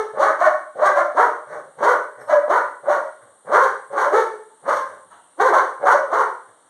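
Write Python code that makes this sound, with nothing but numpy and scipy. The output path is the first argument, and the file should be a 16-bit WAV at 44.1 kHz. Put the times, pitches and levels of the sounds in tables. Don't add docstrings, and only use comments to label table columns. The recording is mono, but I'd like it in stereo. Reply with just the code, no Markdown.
import sys
import numpy as np
from scipy import signal
from scipy.fft import rfft, irfft, next_fast_len
from scipy.io import wavfile
from scipy.ndimage import uniform_filter1d, minimum_filter1d, map_coordinates

SR = 44100
rng = np.random.default_rng(int(sys.argv[2]) if len(sys.argv) > 2 else 0)


def voltage_ratio(level):
    return 10 ** (np.asarray(level, float) / 20)


def inscribe(sig):
    pcm = np.round(np.clip(np.atleast_2d(sig).T, -1, 1) * 32767)
    wavfile.write(sys.argv[1], SR, pcm.astype(np.int16))


N = 295029
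LEAD = SR // 4

# freq_hz, density_db_per_hz
INSECT_SPECTRUM = [(6000, -60.5), (7200, -11.5), (8200, -12.5), (9000, -10.5), (9800, -14), (10800, -23.5),
                   (11800, -36), (12500, -63)]
# time_s, level_db
CHORUS_LEVEL = [
    (0, -64.5),
    (1.499, -66),
    (4.2, -62.5),
    (6.69, -64.5),
]
# freq_hz, density_db_per_hz
AIR_SPECTRUM = [(40, -60), (100, -8), (300, -6), (600, -6.5), (1200, -6.5), (2500, -14.5), (4000, -18.5),
                (7000, -24.5), (11000, -35), (12000, -58), (15000, -51)]
# time_s, peak_db, length_s
BUMPS = [
    (0.004, -32, 0.019),
    (2.34, -33.5, 0.017),
    (2.902, -59, .025),
]
# start_s, peak_db, pitch_hz, t60_s (held to 0.1 s at most)
LINK_TICKS = [
    (2.21, -51, 5400, 6.0),
    (3.9383, -66.5, 6140, 1.5),
    (5.1106, -60, 6530, 1.7),
]
# start_s, length_s, pitch_hz, level_db
SQUEAKS = [
    (5.11, 0.034, 3290, -65),
    (5.15, .11, 2920, -65),
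    (5.24, 0.13, 2560, -66),
]
# freq_hz, t60_s
PORCH_DECAY = [(120, 0.65), (300, 0.49), (600, 0.41), (1500, 0.44), (3500, 0.45), (10000, 0.38)]
# freq_hz, level_db, t60_s
STANDING_WAVES = [(424.7, -54, 0.52), (551, -57, 0.42), (597.8, -46.5, 0.44), (877, -71.5, 0.98),
                  (1046, -62.5, 0.65)]
# freq_hz, likeness_ratio
PORT_LIKENESS = [(100, 0.99), (400, 0.91), (900, 0.52), (1800, 0.13), (5000, .05)]
# freq_hz, gain_db
FAR_PORT_SHADING = [(60, -0.5), (300, 1), (800, -0.5), (1800, -6.5), (8000, -15)]
# freq_hz, gain_db
THROAT = [(80, 16), (160, 6.5), (300, -6), (430, 3.5), (600, -1), (850, 8.5), (1100, 5), (1500, 5.5),
          (2000, -0.5), (2450, -11.5), (2800, -22.5), (3400, -32.5)]
# freq_hz, width_hz, gain_db
FORMANTS = [(499, 86, -5), (552.2, 49.6, 12.5), (1130, 143, 5.5), (1480, 83, -7), (2224, 57, 0)]
# freq_hz, density_db_per_hz
BREATH_SPECTRUM = [(2000, 1), (2800, -0.5), (3600, -5), (5000, 1), (7500, -3.5), (10000, -11.5),
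                   (12000, -16.5), (13500, -22.5), (15300, -16)]
# start_s, swell_s, fade_s, pitch_hz, level_db
GRUNTS = [
    (1.46, 0.074, 0.076, 169.7, -24.5),
    (2.16, 0.059, 0.015, 134, -28),
    (3.2, 0.021, 0.09, 122.6, -41),
    (4.88, 0.007, 0.11, 106.6, -34),
    (6.45, .045, 0.013, 115, -40.5),
    (6.55, .03, .02, 116.3, -77),
]
# mouth_db, snarl_db, breath_db
GRUNT_COLOUR = (-7, -2.5, -20)
# start_s, climb_s, top_hz, end_hz, level_db
FRESH_BARKS = [
    (.125, .14, 430.3, 304.7, -17),
    (.745, 0.12, 397.8, 294.5, -17),
    (2.82, 0.12, 484.8, 306.6, -19),
    (3.89, .14, 509.7, 303, -19.5),
    (5.79, 0.12, 488, 306, -17),
]
# start_s, climb_s, top_hz, end_hz, level_db
BRIGHT_BARKS = [
    (1.764, .125, 502.6, 290, -19),
    (3.442, 0.16, 530.4, 400, -17.5),
    (4.62, .12, 531, 520, -20),
]
# start_s, climb_s, top_hz, end_hz, level_db
CHASING_BARKS = [
    (1.14, 0.086, 483.3, 320.3, -18.5),
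    (2.47, 0.087, 500.5, 290, -20),
    (5.51, 0.051, 539, 381.8, -16),
    (6.092, .095, 533.2, 358, -21),
]
# start_s, climb_s, top_hz, end_hz, level_db
WOOFS = [
    (.375, .075, 373, 293, -15),
    (.925, .07, 352.6, 309, -17),
    (2.268, 0.0507, 335.5, 296.4, -11.5),
]
# start_s, climb_s, top_hz, end_hz, level_db
HIGH_START_BARKS = [
    (-.15, .07, 441.2, 408.7, -19),
    (4.09, .075, 448.8, 429.4, -17),
    (5.365, .085, 514.4, 338.4, -16),
]
# start_hz, hold_s, attack_db, release_db, mouth_db, snarl_db, lowest_tone_db
BARK_KINDS = [
    (111.74, 0.00501, 7, -5.5, 0, 0.5, -6.5),
    (113, .03, 4, -12, 1, 1.5, -0.5),
    (216.25, 0.01154, -4, -10, 2, 1, -1),
    (290, 0.0057, -15, -10.5, -2.5, 0, -11),
    (255.6, .025, -23, -10.5, -4.5, -2, 3),
]
# pitch_hz, chest_db, mouth_db, snarl_db, breath_db
STRAIN = [(110, -29, -22, -13, -25), (178, -17.5, -4.5, -0.5, -25), (304, -1, -6, -8, -22.5),
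          (400, -1, 0.5, 4, -16), (520, -4.5, 5, 3, -14)]

DRAG_S, DRAG_DB, CATCH_S, SLIDE_S = 5.089, -52.5, 0.022, 0.051
GRUNT_HZ, GRUNT_IN_DB, GRUNT_OUT_DB = 115, -17, -11
ATTACK_S, DROP_S, DWELL_S = 0.053, 0.035, 0.015
CLIMB_BEND = 1.3
CLOSE_DB = -5
STOP_DB_PER_S = 1504
UNEVEN_DB, RASP_DB = 1.3, 3
CHEST_HZ = 70


def unit(x):
    return x / np.sqrt(np.mean(x ** 2) + 1e-20)


def along(points, hz):
    f, v = np.transpose(points)
    return np.interp(np.log(hz + 1), np.log(f + 1), v)


def wobble(n, rate_hz):
    knots = rng.standard_normal(int(n * rate_hz / SR) + 4)
    return map_coordinates(knots, [np.arange(n) * rate_hz / SR])


def filtered(x, response):
    m = next_fast_len(x.shape[-1] + 4096)
    return irfft(rfft(x, m) * response(np.fft.rfftfreq(m, 1 / SR)), m)[..., :x.shape[-1]]


def coloured(x, spectrum):
    return unit(filtered(x, lambda hz: voltage_ratio(along(spectrum, hz))))


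def add(total, x, start_s):
    part = total[:, LEAD + round(start_s * SR):][:, :x.shape[1]]
    part += x[:, :part.shape[1]]


def played(rows, fade_s):
    s, *cols = np.transpose(rows)
    t = np.arange(s[0], s[-1] + fade_s, 1 / SR)
    ends = np.clip(np.minimum(t - t[0], t[-1] - t) / fade_s, 0, 1)
    return [np.interp(t, s, c) for c in cols], ends ** 2


def diffuse(pair):
    def blend(hz):
        angle = np.arccos(np.clip(along(PORT_LIKENESS, hz), -1, 1)) / 2
        return np.array([np.cos(angle), np.sin(angle)])

    mid, side = filtered(pair, blend)
    return np.array([mid + side, mid - side])


def porch(x, wet_db, lag_s):
    hz, t, z = signal.stft(rng.standard_normal((2, SR * 3 // 4)), SR, nperseg=256)
    swell = 1 - np.exp(-t / 0.0039)
    decay = voltage_ratio(-60 * t / along(PORCH_DECAY, hz)[:, None])
    tail = diffuse(signal.istft(z * swell * decay, SR, nperseg=256)[1])
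    tail /= np.linalg.norm(tail[1])
    t = np.arange(tail.shape[1]) / SR
    for wave_hz, db, t60_s in STANDING_WAVES:
        phase = 2 * np.pi * wave_hz * t + rng.normal(0, 0.8, (2, 1)) + 2.2 * wobble(len(t), 30)
        tail += voltage_ratio(db - 60 * t / t60_s) * np.sin(phase)
    tail *= voltage_ratio(wet_db)
    tail[[0, 1], [round(abs(lag_s) * SR), 0]] += 1
    return signal.fftconvolve(x[None], tail, axes=1)


def outdoors():
    z = signal.stft(rng.standard_normal((2, N)), nperseg=256)[2]
    patches = uniform_filter1d(rng.standard_normal(z.shape[1:]), 4, 0)
    patches = unit(uniform_filter1d(patches, 4, 1))
    flicker = signal.istft(z * voltage_ratio(1.3 * patches), nperseg=256)[1][:, :N]
    chorus = coloured(flicker, INSECT_SPECTRUM)
    gusts = voltage_ratio(0.5 * wobble(N, 2.9) + wobble(N, 3.46))
    air = gusts * coloured(diffuse(rng.standard_normal((2, N))), AIR_SPECTRUM)
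    chorus_db = np.interp(np.arange(N) / SR, *np.transpose(CHORUS_LEVEL)) + 0.51 * wobble(N, 3.3) + 8.0
    return voltage_ratio(chorus_db) * chorus + voltage_ratio(-59) * air


def hand():
    total, t = np.zeros((2, LEAD + N)), np.arange(-SR // 20, SR // 20) / SR
    for start_s, db, length_s in BUMPS:
        u = t / length_s * 4
        push = (1 - u ** 2) * np.exp(-u ** 2 / 2)
        add(total, voltage_ratio(db) * np.array([[0.8], [1]]) * push, start_s - 0.05)
    return total[:, LEAD:]


def link_tick(db, hz, t60_s):
    t = np.arange(SR // 10) / SR
    modes = [(1, 1), (1.33, 0.5), (1.55, 0.79), (2.1, 0.26)]
    ring = sum(gain * np.sin(2 * np.pi * hz * ratio * t) for ratio, gain in modes)
    click = voltage_ratio(db - 60 * t / 0.003) * rng.standard_normal(len(t))
    return voltage_ratio(db - 60 * t / np.clip(t60_s, 0.01, 0.1)) * ring + click


def squeak(length_s, hz, db):
    u = np.linspace(0, 1, round(length_s * SR))
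    pitch_hz = hz * (1.02 - 0.036 * u + 0.065 * wobble(len(u), 307))
    phase = 2 * np.pi * np.cumsum(pitch_hz) / SR
    return voltage_ratio(db) * np.sin(np.pi * u) * (np.sin(phase) + 0.2 * np.sin(2 * phase))


def scrape():
    top_s = DRAG_S + CATCH_S
    rows = [(DRAG_S, DRAG_DB - 12), (top_s, DRAG_DB), (top_s + SLIDE_S, DRAG_DB - 19)]
    (db,), ends = played(rows, 0.02)
    grit = rng.standard_normal(len(db)) * voltage_ratio(1.5 * wobble(len(db), 150))
    spectrum = [(300, -17.5), (900, -1), (1800, -9.0), (3000, -18), (7000, -37.5), (9000, -50)]
    return voltage_ratio(db) * ends * coloured(grit, spectrum)


def chain():
    total = np.zeros((2, LEAD + N))
    for start_s, *tick in LINK_TICKS:
        add(total, porch(link_tick(*tick), wet_db=2, lag_s=0.0002), start_s)
    for start_s, *slip in SQUEAKS:
        add(total, porch(squeak(*slip), wet_db=3, lag_s=0.0002), start_s)
    add(total, porch(scrape(), wet_db=12, lag_s=0.0002), DRAG_S)
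    return total[:, LEAD:]


def formants(hz):
    return 1 + sum(voltage_ratio(db) * 1j * hz * w / (c * c - hz * hz + 1j * hz * w) for c, w, db in FORMANTS)


def smear(n, share, rate_hz):
    share = np.clip(share, 0, 1)
    return np.sqrt(1 - share) + np.sqrt(share) * unit(wobble(n, rate_hz))


def call(rows, jitter, rough, hum_db):
    (pitch_hz, chest_db, mouth_db, snarl_db, breath_db), ends = played(rows, 0.012)
    n = len(ends)
    phase = 2 * np.pi * np.cumsum(pitch_hz * (1 + jitter * wobble(n, 163.6))) / SR
    order = np.arange(1, 25)[:, None]
    hz = order * pitch_hz
    lift_db = mouth_db * np.interp(hz, [782, 910, 1362, 1546], [0, 1, 1, 0])
    lift_db = lift_db + snarl_db * np.interp(hz, [1250, 1450], [0, 1])
    high = np.interp(hz, [760, 920], [0, 1])
    size = voltage_ratio(along(THROAT, hz) + lift_db)
    size /= np.sqrt(np.sum((size * abs(formants(hz))) ** 2 * (1 - high), 0) / 2)
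    tones = size * np.cos(order * phase + 0.9 * order ** 2)
    folds = voltage_ratio(hum_db) * smear(n, rough * 0.61, 171.6) * tones[0]
    folds += smear(n, rough * 1.94, 218.6) * np.sum((tones * (1 - high))[1:], 0)
    folds += smear(n, rough, 502.3) * np.sum(tones * high, 0)
    puffs = rng.standard_normal(n) * (3.0 + (1 + np.cos(phase)) ** 2)
    breath = coloured(puffs, BREATH_SPECTRUM)
    voiced = filtered(voltage_ratio(chest_db) * ends * folds, formants)
    return voiced + voltage_ratio(chest_db + breath_db) * ends * breath


def grunt(start_s, swell_s, fade_s, hz, db):
    top_s = start_s + swell_s
    return [(start_s, GRUNT_HZ, db + GRUNT_IN_DB, *GRUNT_COLOUR),
            (top_s, hz, db, *GRUNT_COLOUR),
            (top_s + fade_s, 0.77 * hz, db + GRUNT_OUT_DB, *GRUNT_COLOUR),
            (top_s + fade_s + 0.02, 0.96 * hz, -100, *GRUNT_COLOUR),
            (start_s + 0.25, hz, -120, *GRUNT_COLOUR)]


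def ease(u):
    return np.sin(np.pi / 2 * np.clip(u, 0, 1)) ** 2


def bark(start_s, climb_s, top_hz, end_hz, db, kind):
    start_hz, hold_s, attack_db, release_db, mouth_db, snarl_db, _ = kind
    step_s = 0.002
    t = np.arange(0, 0.28, step_s)
    after_top_s = t - climb_s - hold_s
    up = ease(t / climb_s) ** (CLIMB_BEND / 2)
    down = ease(after_top_s / DROP_S)
    pitch_hz = start_hz * (top_hz / start_hz) ** up * (end_hz / top_hz) ** down
    hz, *laws = np.transpose(STRAIN)
    chest, mouth, snarl, breath = [np.interp(np.log(pitch_hz), np.log(hz), law) for law in laws]
    chest = db + chest + attack_db * (1 - ease(t / ATTACK_S))
    chest += release_db * ease(after_top_s / (DROP_S + DWELL_S))
    chest -= STOP_DB_PER_S * np.maximum(after_top_s - DROP_S - DWELL_S, 0)
    chest += UNEVEN_DB * wobble(len(t), 30 * step_s * SR)
    breath = breath + RASP_DB * wobble(len(t), 60 * step_s * SR)
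    mouth = mouth + mouth_db + CLOSE_DB * down
    snarl = snarl + snarl_db + CLOSE_DB * down
    return np.transpose([start_s + t, pitch_hz, chest, mouth, snarl, breath])


def dog():
    total = np.zeros((2, LEAD + N))
    for row in GRUNTS:
        voice = call(grunt(*row), jitter=0.021, rough=0.14, hum_db=-3.5)
        add(total, voltage_ratio(-9.0) * porch(voice, wet_db=-1, lag_s=0.00051), row[0])
    for table, kind in zip([FRESH_BARKS, BRIGHT_BARKS, CHASING_BARKS, WOOFS, HIGH_START_BARKS], BARK_KINDS):
        for row in table:
            voice = call(bark(*row, kind), jitter=0.011, rough=0.25, hum_db=kind[-1])
            radiated = filtered(voice, lambda hz: hz ** 4 / (hz ** 4 + CHEST_HZ ** 4))
            heard = porch(radiated, wet_db=-1, lag_s=0.00028)
            level = voltage_ratio(0.65) * np.linalg.norm(voice) / np.linalg.norm(heard[1])
            add(total, level * heard, row[0])
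    return total[:, LEAD:]


def scene():
    return outdoors() + hand() + chain() + dog()


def two_ports(dry):
    far = filtered(dry[0], lambda hz: voltage_ratio(along(FAR_PORT_SHADING, hz)))
    near = dry[1]
    late = filtered(np.array([near, far]), lambda hz: np.exp(-2j * np.pi * hz * 0.0004))
    sides = np.array([far, near]) - 0.84 * late
    return filtered(sides, lambda hz: hz < 15300)


def limited(sides):
    need = np.minimum(1, 1.1 / (np.abs(sides).max(0) + 1e-9))
    gain = uniform_filter1d(minimum_filter1d(need, size=441), size=301)
    return np.clip(sides * gain, -1, 1)


def thinned_treble(x, from_hz, keep):
    hz, _, z = signal.stft(x, SR, nperseg=2048)
    size = np.abs(z).mean(0)
    strong = size > keep * uniform_filter1d(size, size=24, axis=0)
    return signal.istft(z * (strong | (hz < from_hz)[:, None]), SR, nperseg=2048)[1][:, :N]


def roll_off(x):
    return signal.sosfilt(signal.butter(12, 15360, fs=SR, output="sos"), x)


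def record(dry):
    mix = thinned_treble(limited(two_ports(dry)), from_hz=11560, keep=1.2)
    return roll_off(mix)


dry = scene()
out = record(dry)
inscribe(out)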